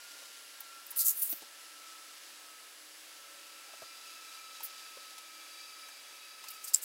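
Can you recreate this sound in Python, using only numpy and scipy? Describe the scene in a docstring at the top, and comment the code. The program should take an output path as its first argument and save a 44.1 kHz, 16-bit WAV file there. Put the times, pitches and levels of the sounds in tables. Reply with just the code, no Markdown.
"""In a workshop, at a cutting mat close to one microphone, a hobby knife draws almost silently through paper.
Behind it a machine runs: air rushing through a housing, steady tones and a beating motor whine.
Hands and knife bump the mat as damped rings. The sheet is slid round with a bright hiss of slipping fibres;
the cut piece bends as it is lifted, and snaps as its stiff sheet buckles and rings."""
import sys
import numpy as np
from scipy import signal
from scipy.fft import rfft, irfft, next_fast_len
from scipy.io import wavfile
from scipy.ndimage import uniform_filter1d

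SR = 44100
rng = np.random.default_rng(int(sys.argv[2]) if len(sys.argv) > 2 else 0)


def wav_out(sig):
    """Save sig, one row per channel (or a flat mono array), as 16-bit PCM at SR to the path in sys.argv[1]."""
    wavfile.write(sys.argv[1], SR, np.round(np.clip(np.atleast_2d(sig).T, -1, 1) * 32767).astype(np.int16))


N = 301688  # samples, about 6.84 s
T = np.arange(N) / SR


def undb(db):
    """Decibels to gain."""
    return 10 ** (np.asarray(db) / 20)


def unit(x):
    """Scale to rms 1."""
    return x / np.sqrt(np.mean(x ** 2))


def curves(table):
    """Each column of a table after the time, joined by straight lines."""
    seconds, *columns = np.transpose(table)
    return [np.interp(T, seconds, column) for column in columns]


def colour(x, points):
    """Give x a spectrum of (Hz, dB) points, joined along log frequency."""
    hz, db = np.transpose(points)
    size = next_fast_len(len(x))
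    f = np.maximum(np.fft.rfftfreq(size, 1 / SR), 1)
    gain = undb(np.interp(np.log(f), np.log(hz), db))
    return irfft(rfft(x, size) * gain, size)[:len(x)]


def band(x, hz, width):
    """A resonance with gain 1 at its centre."""
    return signal.lfilter(*signal.iirpeak(hz, hz / width, fs=SR), x)


def walk(rate):
    """Smooth chance with a spread near 1, drawing rate new values a second."""
    hold = max(int(SR / rate), 1)
    steps = np.repeat(rng.standard_normal(N // hold + 1), hold)
    return unit(uniform_filter1d(steps, hold)[:N])


def oscillator_phase(hz):
    """Phase in radians of a pitch that changes from sample to sample."""
    return 2 * np.pi * np.cumsum(hz) / SR


def fibres(length, rate, spread_db):
    """Friction: tiny slips of uneven size, about rate of them a second."""
    slips = rng.random(length) < rate / SR
    size = rng.standard_normal(length) * undb(spread_db * rng.standard_normal(length))
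    return unit(slips * size + 1e-9)


def add(out, s, x):
    """Mix x into out from time s."""
    i = int(s * SR)
    out[i:i + len(x)] += x[:max(len(out) - i, 0)]


# Colour of the rushing air behind the bench. Each row: frequency in Hz, gain in dB.
AIR = [(30, -50), (60, -33), (120, -28), (200, -18.5), (290, -5), (400, -6.5), (560, -3.5), (900, -3),
       (1700, 1), (3000, 0.5), (5000, 0), (8000, -3.5), (11000, -6.5), (15500, -10.5)]
# Resonances of the machine's housing. Each row: frequency in Hz, width in Hz, gain on the air in dB.
HOUSING = [(500, 44, -14), (1560, 190, -31.5), (2840, 190, -8), (4670, 270, -10), (5270, 130, -10),
           (7920, 200, -5), (12120, 340, -4.5)]


def rushing_air(level_db=-53):
    """A steady rush of coloured noise, with the housing's resonances ringing in parallel."""
    air = colour(rng.standard_normal(N), AIR)
    rings = sum(undb(db) * band(air, hz, width) for hz, width, db in HOUSING)
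    return unit(air + rings) * undb(level_db + 0.35 * walk(8.9))


# Steady tones of the machine. Each row: frequency in Hz, rms level in dB.
TONES = [(565, -77), (1626, -74), (1733, -75.5), (9003, -72), (9561, -94), (10130, -69), (10695, -71.5)]
# Low hum of the machine, swelling and fading. Each row: time in seconds, rms level in dB.
HUM_LEVEL = [(0, -87.5), (2.8, -74), (4.5, -83), (5.4, -77), (6.84, -85)]


def machine_tones(hum_hz=303, hum_rise_hz_per_s=4, drift_hz=3.32):
    """Thin tones and a slowly climbing hum, all wavering a little in pitch and level."""
    hum_db, = curves(HUM_LEVEL)
    tones = np.zeros(N)
    for hz, db in [*TONES, (hum_hz + hum_rise_hz_per_s * T, hum_db)]:
        phase = oscillator_phase(hz + drift_hz * walk(40))
        tones += undb(db + 2.2 * walk(9)) * np.sin(phase)
    return np.sqrt(2) * tones  # a sine of this peak has rms 1


# The motor slows, recovers a little and sags again. 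Each row: time in seconds, pitch of the whine in Hz.
WHINE_PITCH = [(0, 1401), (.8, 1352), (1.9, 1305), (2.6, 1289), (3.9, 1306), (5.7, 1286), (6.84, 1280)]
# Whine, main and side tone together. Each row: time in seconds, level in dB.
WHINE_LEVEL = [(0.0, -62), (0.55, -68), (0.78, -55.5), (0.88, -69), (0.99, -58.5), (1.24, -70.5),
               (1.96, -57), (2.23, -73), (2.48, -61), (3.03, -77), (3.14, -62.5), (3.75, -63), (4.36, -57),
               (5.56, -62.5), (5.85, -58), (5.94, -69.5), (6.59, -57), (6.84, -74)]
# Strength shifts to and from the upper side tone. Each row: time in seconds, side against main tone in dB.
SIDE_TONE = [(0, -5), (.8, -16), (1.5, -4), (2.1, -2), (2.5, -9), (3.1, 9), (4.3, -2), (4.8, -17),
             (5.7, -2.5), (6.84, 0)]
# Load on the motor, which brings the overtones out. Each row: time in seconds, level in dB.
LOAD = [(0, -83), (3, -85), (3.8, -66.5), (4.6, -65.5), (5.2, -68.5), (5.65, -62.5), (6.1, -66.5),
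        (6.5, -66), (6.84, -74)]
# Overtones of the motor. Each row: multiple of the whine's pitch, level against the load curve in dB.
OVERTONES = [(1.82, 0), (2.01, 1), (2.66, -3.5), (3.0, 0.5), (3.67, 2), (3.76, -5.5), (3.99, -5.5),
             (4.05, -6), (5.01, -4.5)]


def motor(side_hz=34, side_waver_hz=4, waver_hz=2.898, grain_rate=115, rough=0.87, line_share=0.51):
    """A whine that sags in pitch and beats unevenly with a side tone; load adds rough overtones."""
    hz, = curves(WHINE_PITCH)
    side_db, = curves(SIDE_TONE)
    load_db, = curves(LOAD)
    whine_db, = curves(WHINE_LEVEL)
    # the two tones share the whine's power
    main_db = whine_db - 10 * np.log10(1 + undb(side_db) ** 2)
    phase = oscillator_phase(hz + waver_hz * walk(30))
    beat = oscillator_phase(side_hz + side_waver_hz * walk(25))
    grainy_tone = np.sin(phase) + 0.34 * walk(grain_rate) * np.cos(phase)
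    sound = undb(main_db + 0.8 * walk(13)) * grainy_tone
    sound += undb(main_db + side_db + 2.0 * walk(14)) * np.sin(phase + beat)
    for multiple, over_db in OVERTONES:
        # each overtone is a weak line inside a narrow band of turbulence
        turbulence = (walk(grain_rate) + 1j * walk(grain_rate)) / np.sqrt(2)
        grain = line_share + rough * turbulence
        overtone = np.imag(grain * np.exp(1j * multiple * phase))
        sound += undb(load_db + over_db + 1.6 * walk(6.5)) * overtone
    return np.sqrt(2) * sound


# Hands and knife bump the mat close by. Each row: start in seconds, level of the lower ring in dB,
# its pitch in Hz, level of the contact tick in dB before its trim.
BUMPS = [(.217, -54, 536, -59), (.606, -54, 900, -51), (.919, -49, 980, -53), (0.96, -65, 170, -39),
         (1.325, -45.5, 287, -37), (1.42, -47, 391, -44), (3.683, -51, 680, -54), (3.733, -48, 650, -48),
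         (3.819, -41, 570, -50), (4.604, -48, 870, -40), (4.968, -49.5, 531, -55), (5.18, -57, 804, -40),
         (5.885, -52, 830, -43), (6.439, -48.5, 990, -40)]


def double_band(noise, hz, width):
    """Noise through the same resonance twice, at rms 1."""
    return unit(band(band(noise, hz, width), hz, width))


def bumps(ring_t60=0.061, width_hz=280, table_hz=108, table_db=-15,
          tick_trim_db=-2, tick_hz=5000, tick_t60=0.049, soft_s=0.0014):
    """Soft contacts: two damped rings of the mat over a low table thud, under a short dry tick."""
    out, t = np.zeros(N), np.arange(SR // 5) / SR
    for s, db, hz, contact_db in BUMPS:
        # the upper ring, an octave above, is weaker for higher-pitched contacts
        octave_db = -2.5 - 0.0026 * hz
        push, scuff = rng.standard_normal((2, len(t)))
        low = double_band(push, hz, width_hz)
        high = double_band(push, 2 * hz, 0.71 * width_hz)
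        table = double_band(push, table_hz, 0.26 * table_hz)
        # only the firmest contacts reach fully through to the table
        weight = np.interp(db, [-44, -40], [.1, 1])
        rings = low + undb(octave_db) * high + weight * undb(table_db) * table
        thud = rings * undb(db - 60 * t / ring_t60)
        tick = unit(band(scuff, tick_hz, 8000)) * undb(contact_db + tick_trim_db - 60 * t / tick_t60)
        add(out, s, (thud + tick) * (1 - np.exp(-t / soft_s)))
    return out


def rustle(strokes, spectrum, edge_db, leak_db, crackle_db, catch_db):
    """Paper fibres slip; the free flap radiates above its lowest ring, and catches and crackles as it goes."""
    out = np.zeros(N)
    for s, length, db, hz in strokes:
        # a push gathers speed, holds it, then dies away; longer pushes coast longer
        coast_s = 0.0051 + 0.23 * length
        t = np.arange(int((length + 6 * coast_s) * SR)) / SR
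        gather = np.minimum(t / (0.44 * length), 1)
        speed = gather * np.exp(-np.maximum(t - length, 0) / coast_s)
        # a dense rub with sparse, larger snags
        dense = fibres(len(t), rate=22000, spread_db=0.0)
        snags = fibres(len(t), rate=550, spread_db=0.6)
        rub = unit(colour(dense + undb(crackle_db) * snags, spectrum))
        flap_filter = signal.cheby1(4, 1, hz, "high", fs=SR, output="sos")
        above = unit(signal.sosfilt(flap_filter, rub))
        edge = unit(band(above, hz * 1.16, hz * 0.18))
        paper = unit(above + undb(edge_db) * edge + undb(leak_db) * rub)
        add(out, s, undb(db) * speed * paper)
    return out * undb(catch_db * walk(300))


# The cut piece bends as it is lifted. Each row: start in seconds, length in seconds, level in dB,
# lowest ring of the free flap in Hz.
FLEXES = [(6.483, 0.0042, -41, 4030), (6.499, .016, -46, 10000), (6.52, 0.037, -56, 6000),
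          (6.6, .1, -53, 4750), (6.638, 0.012, -41, 7000), (6.671, 0.016, -40, 4270),
          (6.733, 0.017, -31.5, 4520), (6.755, 0.027, -43.5, 7400), (6.812, .04, -39.5, 7000)]
# Colour of bending paper, also used for the crack of a snap. Each row: frequency in Hz, gain in dB.
FLEX_COLOUR = [(600, -30), (2000, -10), (3600, -6), (5200, 0), (8000, 1), (11000, 0), (15500, 0),
               (17000, -25)]


def bending():
    """Fibres slip inside the flexing piece, with a stronger flap edge than in sliding."""
    return rustle(FLEXES, FLEX_COLOUR, edge_db=-8.0, leak_db=-10, crackle_db=-6, catch_db=0.5)


# The sheet buckles near the microphone. Each row: start in seconds, level in dB.
SNAPS = [(6.7403, -21), (6.7449, -28), (6.7455, -3), (6.7461, -18), (6.758, -20)]
# Ringing of the stiff sheet. Each row: frequency in Hz, level within the snap in dB, 60 dB decay in seconds.
SHEET = [(7500, 3.5, 0.01), (7730, -9, 0.0069), (5120, -15.5, 0.013), (6450, -16, 0.0025),
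         (9430, 1.5, 0.0037)]


def snaps(crack_db=-15, crack_t60=0.0068, build_s=0.00064, puff_db=-57):
    """Each buckle cracks, rings the stiff sheet for a moment and pushes a little air."""
    out, t = np.zeros(N), np.arange(SR // 20) / SR
    ring = sum(undb(db - 60 * t / t60) * np.sin(2 * np.pi * hz * t) for hz, db, t60 in SHEET)
    puff = undb(puff_db - 60 * t / 0.027) * np.sin(2 * np.pi * 85 * t)
    for s, db in SNAPS:
        noise = unit(colour(rng.standard_normal(len(t)), FLEX_COLOUR))
        crack = undb(crack_db - 60 * t / crack_t60) * noise
        add(out, s, undb(db) * (ring + crack + puff) * (1 - np.exp(-t / build_s)))
    return out


# Paper sliding on the mat. Each row: start in seconds, length of the push in seconds, level in dB,
# lowest ring of the free flap in Hz.
SLIDES = [(.603, 0.0044, -42.5, 10200), (.864, .004, -46, 11000), (.903, 0.011, -41, 9500),
          (.956, 0.038, -31.5, 9200), (.98, .038, -27, 4050), (1.038, 0.059, -25, 6160),
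          (1.14, .075, -37, 9400), (1.213, .021, -27, 10200), (1.228, .05, -36.5, 7750),
          (1.284, 0.04, -33.5, 12200), (1.33, .055, -50, 12400), (4.627, .027, -39, 10200)]
# Colour of rubbed paper. Each row: frequency in Hz, gain in dB.
SLIDE_COLOUR = [(600, -49), (2000, -20), (3600, -9), (5500, -5), (7000, -2), (9800, 2), (15500, 5),
                (17000, -20)]


def sliding():
    """Fibres rub over the mat with a bright hiss in short pushes."""
    return rustle(SLIDES, SLIDE_COLOUR, edge_db=-12, leak_db=-9.5, crackle_db=-7.5, catch_db=1.3)


# Blade in the cut, close to the microphone. Each row: time in seconds, level in dB.
BLADE_LEVEL = [(0, -56.5), (.8, -64), (2.3, -60.5), (2.7, -81), (3.2, -72), (3.8, -60.5), (4.5, -58),
               (5.8, -62), (6.2, -76), (6.84, -67)]


def blade():
    """The edge parts fibres with a faint, uneven scratch."""
    db, = curves(BLADE_LEVEL)
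    scratch = band(fibres(N, rate=3500, spread_db=2.5), 4400, 3700)
    return unit(scratch) * undb(db + 2.5 * walk(22))


def room(x, tail_db=-25, tail_t60=0.21):
    """The table and nearby walls return a faint, short tail."""
    t = np.arange(SR // 4) / SR
    tail = rng.standard_normal(len(t)) * undb(-60 * t / tail_t60)
    return x + undb(tail_db) * signal.fftconvolve(x, tail / np.linalg.norm(tail))[:N]


def scene():
    """Everything reaches one microphone, the same in both channels; only the rustling gets the room's tail."""
    machine = rushing_air() + machine_tones() + motor()
    paper = room(bending() + sliding()) + snaps()
    mono = machine + bumps() + paper + blade()
    return np.array([mono, mono])


def record(dry):
    """The recorder cuts the top steeply above 15.8 kHz."""
    low_pass = signal.ellip(12, .1, 85, 15800, fs=SR, output="sos")
    return signal.sosfilt(low_pass, dry)


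dry = scene()
out = record(dry)
wav_out(out)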